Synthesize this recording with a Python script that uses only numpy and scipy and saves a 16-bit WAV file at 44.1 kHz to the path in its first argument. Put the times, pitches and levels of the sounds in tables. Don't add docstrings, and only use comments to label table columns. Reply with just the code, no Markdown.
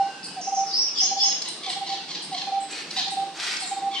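import sys
import numpy as np
from scipy import signal
from scipy.fft import rfft, irfft
from scipy.io import wavfile
from scipy.ndimage import uniform_filter1d

SR = 44100
rng = np.random.default_rng(int(sys.argv[2]) if len(sys.argv) > 2 else 0)


def log_audio(samples):
    frames = np.atleast_2d(samples).T
    limited = np.clip(frames, -1, 1)
    pcm = np.round(limited * 32767).astype(np.int16)
    wavfile.write(sys.argv[1], SR, pcm)


N = 4 * SR


def amp(db):
    return 10 ** (np.asarray(db) / 20)


def unit(x):
    return x / np.sqrt(np.mean(x ** 2) + 1e-20)


def phase(hz):
    return 2 * np.pi * np.cumsum(hz) / SR


def read(points, hz):
    f, value = np.transpose(points)
    return np.interp(np.log(hz + 1), np.log(f + 1), value)


def add(mix, start_s, sound):
    at = round(start_s * SR)
    sound = sound[max(-at, 0):]
    part = mix[max(at, 0):][:len(sound)]
    part += sound[:len(part)]


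def note(length, edge_s):
    u = np.linspace(0, 1, int(length * SR))
    to_end_s = np.minimum(u, 1 - u) * length
    return u, np.sin(np.pi / 2 * np.minimum(to_end_s / min(edge_s, length / 2), 1))


def coloured(x, gain):
    return unit(irfft(rfft(x) * gain(np.fft.rfftfreq(len(x), 1 / SR)), len(x)))


def waver(u, rate_hz):
    noise = rng.standard_normal(len(u) + 4096)
    return coloured(noise, lambda f: np.exp(-.5 * (f / rate_hz) ** 2))[:len(u)]


def rasp(hz, breath, harmonics):
    cycle = phase(hz)
    pulses = unit(sum(np.cos(k * cycle) for k in range(1, harmonics + 1)))
    puffs = unit((1 + np.cos(cycle)) * rng.standard_normal(len(cycle)))
    return (1 - breath) * pulses + breath * puffs


def burst(length, edge_s, centre_hz, width_hz, top_hz=10340):
    def resonance(f):
        peak = 1 / np.hypot(1, 2 * (f - centre_hz) / width_hz)
        return peak * f / (f + centre_hz) / (1 + (f / top_hz) ** 16)
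    u, env = note(length, edge_s)
    return env * coloured(rng.standard_normal(len(u)), resonance)


BIRDS_LAG_S = .00005
# f/Hz, decay/s
TREE_DECAY = [(200, 0.43), (800, 0.66), (3000, 1), (6000, 0.61), (10000, 0.6)]


def trees(x, wet_db, lag_s=0, width=1):
    echoes_per_s, first_echo_s = 2500, .0022
    taps = rng.standard_normal((2, SR)) * (rng.random((2, SR)) < echoes_per_s / SR)
    taps *= np.arange(SR) > first_echo_s * SR
    hz, t, spectrum = signal.stft(taps, SR, nperseg=256)
    decay = amp(-60 * t / read(TREE_DECAY, hz)[:, None])
    tail = signal.istft(spectrum * decay, SR, nperseg=256)[1]
    tail = tail.mean(0) + width * (tail - tail.mean(0))
    wet = signal.fftconvolve(x[None], tail / np.linalg.norm(tail[0]), axes=1)[:, :N]
    direct = np.array([x, np.roll(x, round(lag_s * SR))])
    return (direct + amp(wet_db) * wet) / np.hypot(1, amp(wet_db))


# f/Hz, relative level/dB
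AIR_SPECTRUM = [(15, -59), (25, -47), (59, -31), (120, -19.5), (175, -3.5), (245, -8.5), (310, -1.5),
                (603, -9.5), (777, -4), (927, -10), (1110, -9), (1260, -12.5), (2420, -13.5), (2750, -10),
                (3040, -14), (4790, -10), (7550, -22), (8780, -20), (10500, -35), (13600, -52),
                (22000, -120)]
# f/Hz, correlation
AIR_CORRELATION = [(40, 0.74), (300, 0.98), (1000, 0.82), (2500, 0.81), (6000, 0.074)]


def air(level_db=-42.2, patch_db=2.3):
    hz = np.fft.rfftfreq(2048, 1 / SR)
    a, b, c, d, patches = rng.standard_normal((5, N // 512 + 5, len(hz))).transpose(0, 2, 1)
    patches = uniform_filter1d(patches, size=8, axis=0)
    patches = unit(uniform_filter1d(patches, size=10, axis=1))
    likeness = read(AIR_CORRELATION, hz)[:, None]
    left = a + 1j * b
    right = likeness * left + np.sqrt(1 - likeness ** 2) * (c + 1j * d)
    spectrum = np.array([left, right]) * amp(read(AIR_SPECTRUM, hz)[:, None] + patch_db * patches)
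    return amp(level_db) * unit(signal.istft(spectrum, nperseg=2048, noverlap=1536)[1][:, :N])


# t/s, length/s, start f/Hz, middle f/Hz, end f/Hz, level/dB
THIN_WHISTLES = [(0, .24, 1480, 1545, 1530, -45.5), (0, .17, 2820, 2835, 2780, -48),
                 (.01, .08, 4150, 4200, 4150, -52), (.16, .18, 2720, 2610, 2540, -52),
                 (.25, .18, 1550, 1550, 1545, -57), (.28, .1, 3200, 2980, 2880, -53),
                 (1.015, .11, 4280, 4200, 4200, -39), (1.25, .09, 4250, 4180, 4150, -42),
                 (1.465, .06, 4300, 4050, 3950, -39), (1.87, .05, 4500, 4400, 4150, -40),
                 (1.93, .1, 4200, 3150, 2550, -44), (2.14, .07, 6200, 5600, 4950, -46),
                 (2.195, .035, 3800, 3200, 2700, -42), (2.55, .25, 4250, 3950, 3900, -50),
                 (3.68, .13, 3900, 3700, 3680, -47)]


def thin_whistles(waver_hz=20):
    out = np.zeros(N)
    for start, length, from_hz, mid_hz, to_hz, db in THIN_WHISTLES:
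        u, env = note(length, .014)
        arc = np.polyfit([0, .5, 1], [from_hz, mid_hz, to_hz], 2)
        hz = np.polyval(arc, u) + waver_hz * waver(u, 100)
        add(out, start, amp(db) * unit(env * np.sin(phase(hz))))
    return trees(out, wet_db=-2)


# t/s, length/s, centre f/Hz, level/dB
CHIP_CALLS = [(0.239, 0.037, 8560, -37.5), (1.483, 0.01, 8700, -27), (1.693, 0.034, 8200, -35.5),
              (2.219, 0.033, 8650, -37), (2.708, 0.021, 7600, -35), (3.103, 0.038, 8450, -36),
              (3.599, 0.042, 8260, -33), (3.657, 0.053, 7630, -33.5)]


def chips():
    out = np.zeros(N)
    for start, length, centre_hz, db in CHIP_CALLS:
        add(out, start, amp(db) * burst(length, edge_s=.0024, centre_hz=centre_hz, width_hz=660))
    return trees(out, wet_db=.5, lag_s=BIRDS_LAG_S)


# t/s, centre f/Hz, level/dB
TICK_CALLS = [(1.418, 4600, -24), (1.492, 4210, -33.5), (2.907, 4560, -27.5), (3.079, 4370, -30),
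              (3.566, 5000, -27)]


def ticks():
    out = np.zeros(N)
    for start, centre_hz, db in TICK_CALLS:
        add(out, start, amp(db) * burst(length=.009, edge_s=.002, centre_hz=centre_hz, width_hz=1000))
    return trees(out, wet_db=-3, lag_s=BIRDS_LAG_S)


# t/s, length/s, start f/Hz, end f/Hz, flutter depth/Hz, level/dB
CHIRP_CALLS = [(0.229, 0.043, 4880, 4700, 487, -34.5), (0.411, 0.087, 5860, 5850, 703, -33),
               (0.545, 0.067, 5920, 5820, 590, -29), (0.664, 0.043, 5470, 5050, 352, -31.5),
               (0.708, 0.023, 3730, 3950, 150, -40), (0.872, 0.023, 3320, 2490, 150, -41.5),
               (1.697, 0.027, 4420, 5080, 900, -34.5), (2.212, 0.05, 4370, 5130, 503, -38),
               (2.603, 0.0392, 7920, 8200, 400, -37), (2.962, 0.029, 3844, 3820, 139, -27),
               (3.595, 0.064, 4710, 3860, 376, -35.5), (3.954, 0.025, 3220, 2954, 200, -26.5)]


def chirps():
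    out = np.zeros(N)
    for start, length, from_hz, to_hz, flutter_hz, db in CHIRP_CALLS:
        u, env = note(length, .0024)
        hz = from_hz + (to_hz - from_hz) * u + flutter_hz * np.tanh(waver(u, 510))
        add(out, start, amp(db) * unit(env * np.sin(phase(hz))))
    return trees(out, wet_db=2.5, lag_s=BIRDS_LAG_S)


# t/s, length/s, pitch f/Hz, throat resonance f/Hz, level/dB
CHATTER_NOTES = [(0.999, .12, 1080, 2980, -42), (1.211, 0.13, 1104, 3550, -37.5),
                 (1.447, 0.052, 1120, 3940, -32.5), (1.623, 0.13, 1125, 3850, -33),
                 (1.855, 0.11, 1139, 4210, -33.5), (2.072, 0.12, 1123, 4170, -34),
                 (2.324, .105, 1116, 4040, -31.5), (2.958, 0.076, 997.4, 4230, -26.5),
                 (3.908, 0.13, 1124, 3550, -34.5)]


def chatter(width_hz=690, top_hz=8850, flutter_db=3.5):
    fall, jitter, wander = .27, .034, .05
    out = np.zeros(N)
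    for start, length, pitch_hz, throat_hz, db in CHATTER_NOTES:
        def throat(f):
            return 1 / (1 + ((f - throat_hz) / width_hz) ** 2) ** .6 / (1 + (f / top_hz) ** 6)
        u, env = note(length, .014)
        hz = pitch_hz * (1 - fall * u ** 2 + jitter * waver(u, 377) + wander * waver(u, 39.4))
        voice = coloured(rasp(hz, breath=.3, harmonics=8), throat)
        add(out, start, amp(db + flutter_db * waver(u, 70)) * env * voice)
    return trees(out, wet_db=0, lag_s=BIRDS_LAG_S)


# t/s, length/s, level/dB, tilt/(dB per octave)
SQUAWK_CALLS = [(2.675, .17, -32.5, -0.2), (2.89, .13, -33.5, 2.5), (3.335, .25, -28, .5)]
# f/Hz, relative level/dB
SQUAWK_SPECTRUM = [(300, -65), (750, -12), (1100, -8.5), (2000, -5), (3200, -7.5), (4500, -5),
                   (6300, -12.5), (8500, -11), (10000, -13), (15000, -10)]


def squawks(pitch_hz=322.3, jitter=.2, flutter_db=2.5, top_hz=8400):
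    out = np.zeros(N)
    grid_hz = np.arange(0, SR / 2, 110)
    for start, length, db, tilt_db in SQUAWK_CALLS:
        u, env = note(length, .088)
        ripple_db = 3 * rng.standard_normal(len(grid_hz))

        def colour(f):
            gain_db = read(SQUAWK_SPECTRUM, f) + tilt_db * np.log2(f + 1)
            return amp(gain_db + np.interp(f, grid_hz, ripple_db)) / (1 + (f / top_hz) ** 8)
        hz = pitch_hz * (1 + jitter * waver(u, 122.7))
        voice = rasp(hz, breath=.72, harmonics=35) * amp(flutter_db * waver(u, 25))
        add(out, start, amp(db) * env * coloured(voice, colour))
    return trees(out, wet_db=4, width=.69)


# t/s, length/s, start f/Hz, knee f/Hz, top f/Hz, relative level/dB, lower voice/dB
RISING_CALLS = [(0.704, .116, 4400, 5400, 5820, -24.5, -32), (0.944, .098, 4300, 5450, 6700, -23, -7.5),
                (1.169, .098, 4350, 5450, 6630, -23, -9)]
CLIMB_SHAPE = [(0, 0, 0), (.2, .55, 0), (.37, .79, 0), (.55, 1, 0), (.72, 1, .55), (.88, 1, 1), (1, 1, .85)]
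# delay/s, left level/dB, right level/dB
TRUNK_PATHS = [(0, -5, -11), (.015, -14, -7), (.026, 0, 0), (.053, -5, -6)]


def rising_whistles(swell_db=4.5, flutter_db=2.5, rise_s=.012, scatter_s=.0004):
    upper_rasp_hz, lower_rasp_hz = 115, 90
    lower_from_hz, lower_fall_hz = 3564, 3520
    loudest_at, lower_ends_at = .48, .52
    out = np.zeros((2, N))
    shares, to_knee, to_top = np.transpose(CLIMB_SHAPE)
    for start, length, from_hz, knee_hz, top_hz, db, lower_db in RISING_CALLS:
        u, env = note(length, .006)
        hz = from_hz + (knee_hz - from_hz) * np.interp(u, shares, to_knee)
        hz += (top_hz - knee_hz) * np.interp(u, shares, to_top)
        cycle = phase(hz + upper_rasp_hz * np.sqrt(2 * (1 - u ** 2)) * waver(u, 510))
        upper = np.sin(cycle) + amp(-48) * np.sin(2 * cycle)
        upper *= amp(-swell_db * abs(u - loudest_at) / loudest_at)
        cycle = phase(lower_from_hz - lower_fall_hz * u ** 2 + lower_rasp_hz * waver(u, 650))
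        lower = np.sin(cycle) + amp(-9) * np.sin(2 * cycle)
        lower *= amp(lower_db) * np.sin(np.pi * np.minimum(u / lower_ends_at, 1) ** .5)
        env *= np.minimum(u * length / rise_s, 1)
        call = 2 * amp(db + flutter_db * waver(u, 70)) * env * (upper + lower)
        for delay, *sides_db in TRUNK_PATHS:
            for channel, side_db in zip(out, sides_db):
                add(channel, start + delay + scatter_s * rng.standard_normal(), amp(side_db) * call)
    return np.array([trees(channel, wet_db=-1.5)[side] for side, channel in enumerate(out)])


# t/s, pitch offset/Hz, middle notes early by/s, level/dB of notes 1-4, held-note swell/dB
HOOT_PHRASES = [(-.255, 4.5, 0, -30, -26, -30, -15, -3), (.36, -3, 0, -24.5, -22.5, -22, -20, -2.5),
                (1.01, 1.5, 0.0075, -29, -22.5, -26, -31.5, 6),
                (1.66, 0, 0.0097, -25, -26, -26.5, -28.5, 14),
                (2.31, 2.5, 0.00062, -22.5, -30.5, -25, -21, -3),
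                (2.96, 0, 0.0029, -25.5, -26.5, -26, -23, -1), (3.61, 2, 0.0063, -29, -22, -26.5, -23.5, 6)]
# delay/s, length/s, start f/Hz, end f/Hz, fade/dB
HOOT_NOTES = [(0, .06, 802, 690, -11), (.102, .038, 796, 780, 0), (.152, .043, 804, 772, 0),
              (.201, .087, 777, 790, 0)]
# delay/s, level/dB
HOOT_REFLECTIONS = [(.054, -13.5), (.078, -19), (.155, -26.5)]


def hoots(attack_s=.016, release_s=.018, waver_hz=2, tremor_db=.8, dip_db=2.5, direct_s=.0018):
    out = np.zeros(N)
    for start, offset_hz, early_s, *levels, swell_db in HOOT_PHRASES:
        for k, ((delay, length, from_hz, to_hz, fade_db), db) in enumerate(zip(HOOT_NOTES, levels)):
            u, attack = note(length, attack_s)
            _, release = note(length, release_s)
            env = np.where(u < .5, attack, release) ** 2
            hz = offset_hz + from_hz + (to_hz - from_hz) * u + waver_hz * waver(u, 43)
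            level_db = db + fade_db * u + tremor_db * waver(u, 25)
            if k == 3:
                level_db += swell_db * (u - .5) - dip_db * np.sin(np.pi * u) ** 8
            onset = start + delay - early_s * (k in (1, 2))
            hoot = env * amp(level_db) * np.sin(phase(hz))
            for path_s, path_db in [(direct_s, 0)] + HOOT_REFLECTIONS:
                add(out, onset + path_s, amp(path_db) * hoot)
    return trees(out, wet_db=-12, width=.37) * amp([[-1], [0]])


def scene():
    small_birds = thin_whistles() + chips() + ticks() + chirps()
    return air() + small_birds + chatter() + squawks() + rising_whistles() + hoots()


def record(dry, left_db=-.55, top_hz=14000):
    lowpass = signal.firwin(255, top_hz, window=("kaiser", 8), fs=SR)
    return signal.oaconvolve(dry * amp([[left_db], [0]]), lowpass[None], "same")


dry = scene()
out = record(dry)
log_audio(out)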